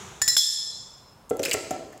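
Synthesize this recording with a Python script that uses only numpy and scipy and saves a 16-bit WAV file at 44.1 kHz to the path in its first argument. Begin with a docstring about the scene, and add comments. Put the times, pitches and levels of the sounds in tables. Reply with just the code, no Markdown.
"""A bare, echoing room with a concrete floor. A dropped steel wrench lands and bounces twice, each hit
a gritty crack and a dull clack under ringing steel modes. A second later a hollow plastic pump housing
is shifted: four boxy knocks and a scrape over grit, while small hard parts click.
Underneath lie a faint rumble and the dying echo of an earlier clatter.
Gain control ducks the mix after the loudest clink."""
import sys
import numpy as np
from scipy import signal
from scipy.fft import rfft, irfft
from scipy.io import wavfile
from scipy.ndimage import uniform_filter1d, minimum_filter1d

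SR = 44100
rng = np.random.default_rng(int(sys.argv[2]) if len(sys.argv) > 2 else 0)


def bounce(signal):
    """Save signal as a 16-bit WAV file at the path given by the first command-line argument."""
    frames = np.transpose(np.atleast_2d(signal))
    limited = np.clip(frames, -1, 1)
    pcm = np.round(limited * 32767).astype(np.int16)
    wavfile.write(sys.argv[1], SR, pcm)


N = 88200
TIME = np.arange(N) / SR
FREQS = np.maximum(np.fft.rfftfreq(N, 1 / SR), 1)

# colour of the steady room tone: f/Hz, relative level/dB
RUMBLE_EQ = [(18, -54), (30, 3.5), (149, 2.5), (194, -0.5), (355, -7.5), (394, -4.5), (684, -5.5),
             (760, -4), (1010, -3), (1910, -16.5), (16000, -29.5)]
# colour of an earlier clatter still dying in the room: f/Hz, relative level/dB
ECHO_EQ = [(24, -37), (40, -6.5), (163, 0), (297, -14), (392, -4), (585, -18), (680, -8.5), (1410, -9),
           (1720, -14.5), (2770, -16), (3470, -14), (4680, -23), (6820, -12.5), (8340, -23), (16000, -44.5)]
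# decay time of the reverb tail: f/Hz, t60/s
REVERB_T60 = [(60, 0.68), (250, 1.42), (600, 0.77), (2000, 0.8), (5000, 0.96), (7500, 0.85), (11000, 0.61),
              (16000, 0.48)]
# colour of the reverb tail: f/Hz, level/dB
REVERB_EQ = [(60, -8.5), (250, -6.5), (600, -5.5), (1100, -3), (2500, -6.5), (5000, 1.5), (7500, -1),
             (11000, -2), (16000, -11)]
# colour of the housing dragging over grit: f/Hz, relative level/dB
SCRAPE_EQ = [(300, -9), (1000, -12), (2400, 3.5), (3800, -14), (7500, -5.5), (10000, -12), (16000, -19)]
# small parts clicking: t/s, level/dB, low cut/Hz, ring f/Hz, ring level over the snap/dB, snap t60/s
PART_CLICKS = [(1.2945, -41, 7000, 10000, -11, 0.012), (1.2992, -33.5, 7000, 10700, -13, 0.031),
               (1.37, -29, 9000, 12000, -18, 0.0029), (1.3941, -35, 1750, 6170, -2, 0.047),
               (1.42, -41.5, 4000, 7040, -14, 0.036), (1.431, -27, 2230, 5040, -9, 0.09),
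               (1.4361, -28.5, 2400, 4230, 2.5, 0.032), (1.4517, -19.5, 2400, 5340, -4, 0.038),
               (1.457, -30.5, 1960, 2630, 7, .04), (1.4948, -29, 4000, 6900, -22, 0.012),
               (1.5015, -24, 6000, 10100, -14, 0.0044), (1.5126, -20.5, 2460, 4750, -1.5, 0.022),
               (1.5155, -30, 2260, 2830, 9, 0.069), (1.5309, -14.5, 4530, 8000, -18, 0.003),
               (1.5338, -19, 4500, 7150, -26, 0.027), (1.5396, -18, 4560, 7950, -3.5, 0.011),
               (1.5437, -35, 1040, 2090, 5, 0.048), (1.7077, -32, 4100, 7540, -7, 0.042),
               (1.7272, -40, 5000, 7500, -22, .008), (1.925, -52.5, 1200, 1950, 1.5, 0.1),
               (1.977, -46, 2950, 7000, -13, 0.017)]
# colour of a click's snap: f/Hz, relative level/dB
SNAP_EQ = [(2000, 4), (3000, 0.5), (4000, -9.5), (5500, 0), (7500, 6.5), (9500, -6.5), (15000, -6.5),
           (18000, -26)]
# the housing's four knocks: t/s, thud level/dB, thud t60/s
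HOUSING_KNOCKS = [(1.309, -24, 0.036), (1.3945, -21, 0.023), (1.5424, -18, 0.037), (1.7085, -23, 0.088)]
# colour of the plastic thud: f/Hz, relative level/dB
THUD_EQ = [(40, -21), (100, -2), (300, 4), (600, 9.5), (1000, -19), (2500, -17.5), (8000, -41)]
# modes of the hollow shell: f/Hz, t60/s, level/dB at each of the four knocks
HOUSING_MODES = [(145, .08, -37.5, -62, -47, -37), (222, 0.071, -30.5, -43, -35, -32),
                 (304, 0.035, -21, -27, -35, -37), (372, 0.047, -28, -23, -22.5, -24.5),
                 (425.5, 0.075, -27, -34, -29.5, -28.5), (478.5, 0.11, -21.5, -34, -37.5, -27),
                 (554, 0.14, -30, -25, -57, -41), (660, 0.053, -46, -24.5, -28.5, -26),
                 (755, 0.043, -32.5, -40, -27, -24.5), (945, .03, -36, -44, -55, -64),
                 (1354, 0.066, -38.5, -47, -35, -39.5), (1830, 0.06, -54, -54, -38, -47),
                 (2040, 0.071, -49, -50, -36, -50)]
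# the wrench meets the floor: t/s, crack level/dB, crack t60/s, crack low cut/Hz, clack level/dB
WRENCH_LANDINGS = [(0.217, -22, 0.032, 3780, -24), (0.2783, -14, 0.029, 6100, -25.5),
                   (0.3664, -10, 0.071, 3380, -12)]
# colour of the dull part of a landing: f/Hz, relative level/dB
CLACK_EQ = [(60, -1.5), (150, -3.5), (300, -12), (600, -6), (1100, -3.5), (1600, -1.5), (2500, -6.5),
            (5000, -14), (16000, -32.5)]
# colour of steel cracking on concrete: f/Hz, relative level/dB
CRACK_EQ = [(1400, 0), (2500, -9), (5000, 1), (7500, 0), (9500, -8), (15000, -7), (18000, -26)]
# modes of the steel: f/Hz, t60/s, level/dB at each of the three landings
WRENCH_MODES = [(1772, 0.77, -29, -48, -63), (1936, 0.21, -36, -28, -52), (3370, 0.12, -42, -37, -10),
                (3545, 0.043, -48, -25, -5), (3440, .06, -43, -40, -10), (4078, 0.2, -51, -24, -18.5),
                (5166, 0.11, -36, -34, -4), (5237, 0.088, -22, -11.5, -8.5), (5298, 0.027, -29, -17, 3.5),
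                (7007, 0.092, -13.5, -20.5, -8.5), (7130, 0.053, -16, -11.5, -5),
                (7445, 0.062, -32, -14, -5.5), (7720, 0.024, -19.5, -41.5, -31),
                (9780, 0.033, -48.5, -35, -24), (11180, 0.05, -27, -39.5, -10),
                (13100, 0.014, -39, -16, -28), (14670, 0.026, -45, -35, -29)]


def from_db(db):
    """Decibels to gain."""
    return 10 ** (np.asarray(db) / 20)


def at_hz(points, hz):
    """Read a table on a log-frequency axis."""
    freqs, values = np.transpose(points)
    return np.interp(np.log(hz), np.log(freqs), values)


def eq(points):
    """An EQ curve as a gain per frequency."""
    return from_db(at_hz(points, FREQS))


def low_cut(x, hz, order):
    """Butterworth high-pass."""
    return signal.sosfilt(signal.butter(order, hz, "high", fs=SR, output="sos"), x)


def noise(gain):
    """Noise of rms 1, coloured by a gain per frequency."""
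    x = irfft(rfft(rng.standard_normal(N)) * gain, N)
    return x / x.std()


def fade(start, t60):
    """Percussive envelope: jump to 1, then fall 60 dB every t60 seconds."""
    out = np.zeros(N)
    i, j = np.searchsorted(TIME, [start, start + 2 * t60])
    out[i:j] = np.exp(-np.log(1000) * (TIME[i:j] - start) / t60)
    return out


def ring(start, hz, t60):
    """One struck mode: a decaying sine."""
    return fade(start, t60) * np.sin(2 * np.pi * hz * (TIME - start))


def room_tone():
    """The bed: steady rumble and the dying echo of an earlier clatter."""
    rumble = from_db(-54) * noise(eq(RUMBLE_EQ))
    echo = from_db(-40.5) * noise(eq(ECHO_EQ)) * fade(0, t60=1.58)
    return rumble + echo


def reverb(send, build_up_s=0.0048, slap_s=0.024):
    """A slap off one near wall and a dense tail that dies at its own rate in each band."""
    tail = np.zeros(N)
    white = rfft(rng.standard_normal(N))
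    edges = np.geomspace(30, 20000, 25)
    for low, high in zip(edges, edges[1:]):
        hz = np.sqrt(low * high)
        envelope = fade(0, at_hz(REVERB_T60, hz)) * (1 - np.exp(-TIME / build_up_s))
        band = irfft(white * ((FREQS >= low) & (FREQS < high)), N)
        tail += from_db(at_hz(REVERB_EQ, hz)) * band * envelope / np.sqrt(np.sum(envelope ** 2))
    slap = from_db(-14) * np.interp(TIME - slap_s, TIME, send, left=0)
    return signal.fftconvolve(send, tail)[:N] + slap


def scrape(grain_db=3, grain_hz=400):
    """The housing drags over grit: a dying hiss, roughened by a fast random flutter in level."""
    grain = from_db(grain_db * noise(1 / (1 + (FREQS / grain_hz) ** 2)))
    grain /= np.sqrt(np.mean(grain ** 2))
    return from_db(-34.5) * noise(eq(SCRAPE_EQ)) * grain * fade(start=1.455, t60=0.73)


def small_parts():
    """Hard parts click: each bright, gritty snap excites one short resonance."""
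    out = np.zeros(N)
    for start, db, cut_hz, ring_hz, ring_db, t60 in PART_CLICKS:
        bass_rolloff = 1 / np.sqrt(1 + (cut_hz / FREQS) ** 6)
        snap = noise(eq(SNAP_EQ) * bass_rolloff) * fade(start, t60)
        ping = signal.fftconvolve(snap, ring(0, ring_hz, t60=0.009))[:N]
        ping *= snap.std() / ping.std()
        out += from_db(db) * (snap + from_db(ring_db) * ping)
    return out


def housing(floor_echo_s=0.00405, floor_echo_db=-2):
    """Each knock is a soft thud plus hollow modes, the modes doubled by a reflection off the floor."""
    out = np.zeros(N)
    for knock, (start, thud_db, thud_t60) in enumerate(HOUSING_KNOCKS):
        out += from_db(thud_db) * noise(eq(THUD_EQ)) * fade(start, thud_t60)
        for mode, (hz, t60, *levels) in enumerate(HOUSING_MODES):
            floor_echo = from_db(floor_echo_db) * ring(start + floor_echo_s + rng.random() / hz, hz, t60)
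            polarity = (-1) ** mode
            out += from_db(levels[knock]) * polarity * (ring(start, hz, t60) + floor_echo)
    return out


def wrench_clacks():
    """The short, dull part of each contact with the floor, giving the landing its body."""
    return sum(from_db(db) * noise(eq(CLACK_EQ)) * fade(start, t60=0.032)
               for start, *_, db in WRENCH_LANDINGS)


def wrench(chatter_s=0.0045, chatter_db=-1.5):
    """Steel hits concrete: each landing is a gritty double crack and rings its own mix of modes."""
    out = np.zeros(N)
    for landing, (start, db, t60, cut_hz, _) in enumerate(WRENCH_LANDINGS):
        # one end hits, the other touches just after
        double_hit = fade(start, t60) + from_db(chatter_db) * fade(start + chatter_s, t60)
        crack = noise(eq(CRACK_EQ)) * double_hit
        out += from_db(db) * low_cut(crack, cut_hz, order=6)
        for hz, mode_t60, *levels in WRENCH_MODES:
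            out += from_db(levels[landing]) * ring(start + rng.random() / hz, hz, mode_t60)
    return low_cut(out, hz=1660, order=6)  # slim steel radiates next to nothing below its first mode


def scene():
    """Close-up hits over the bed; steel, shell and parts each have their own reverb send."""
    steel, shell = wrench(), housing()
    parts = small_parts() + scrape()
    # clicks and scrape send less treble into the room
    dark_parts = signal.sosfilt(signal.butter(1, 5100, "low", fs=SR, output="sos"), parts)
    wet = reverb(from_db(-2) * steel + from_db(4) * shell + from_db(-3.5) * dark_parts)
    return (steel + wrench_clacks() + shell + parts + wet + room_tone())[None]


def duck(level, threshold_db, release_db_per_s):
    """Gain that drops at once when the level passes a threshold, then recovers steadily."""
    over_db = np.maximum(20 * np.log10(level + 1e-9) - threshold_db, 0)
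    release_db = release_db_per_s * TIME
    reduction_db = np.maximum.accumulate(over_db + release_db) - release_db
    return from_db(uniform_filter1d(minimum_filter1d(-reduction_db, size=45), size=45))  # 1 ms smoothing


def record(dry, rms_window_s=0.024):
    """The mic loses the deep bass; slow gain control and a fast limiter hold the peaks; the top is cut."""
    x = low_cut(dry[0], hz=52.4, order=2)
    rms = np.sqrt(np.abs(uniform_filter1d(x ** 2, size=int(rms_window_s * SR))))
    x = x * duck(rms, threshold_db=-13, release_db_per_s=21.5)
    x = x * duck(np.abs(x), threshold_db=-6.5, release_db_per_s=912)
    high_cut = signal.cheby2(14, 60, 16600, fs=SR, output="sos")
    return signal.sosfilt(high_cut, x)[None]


dry = scene()
out = record(dry)
bounce(out)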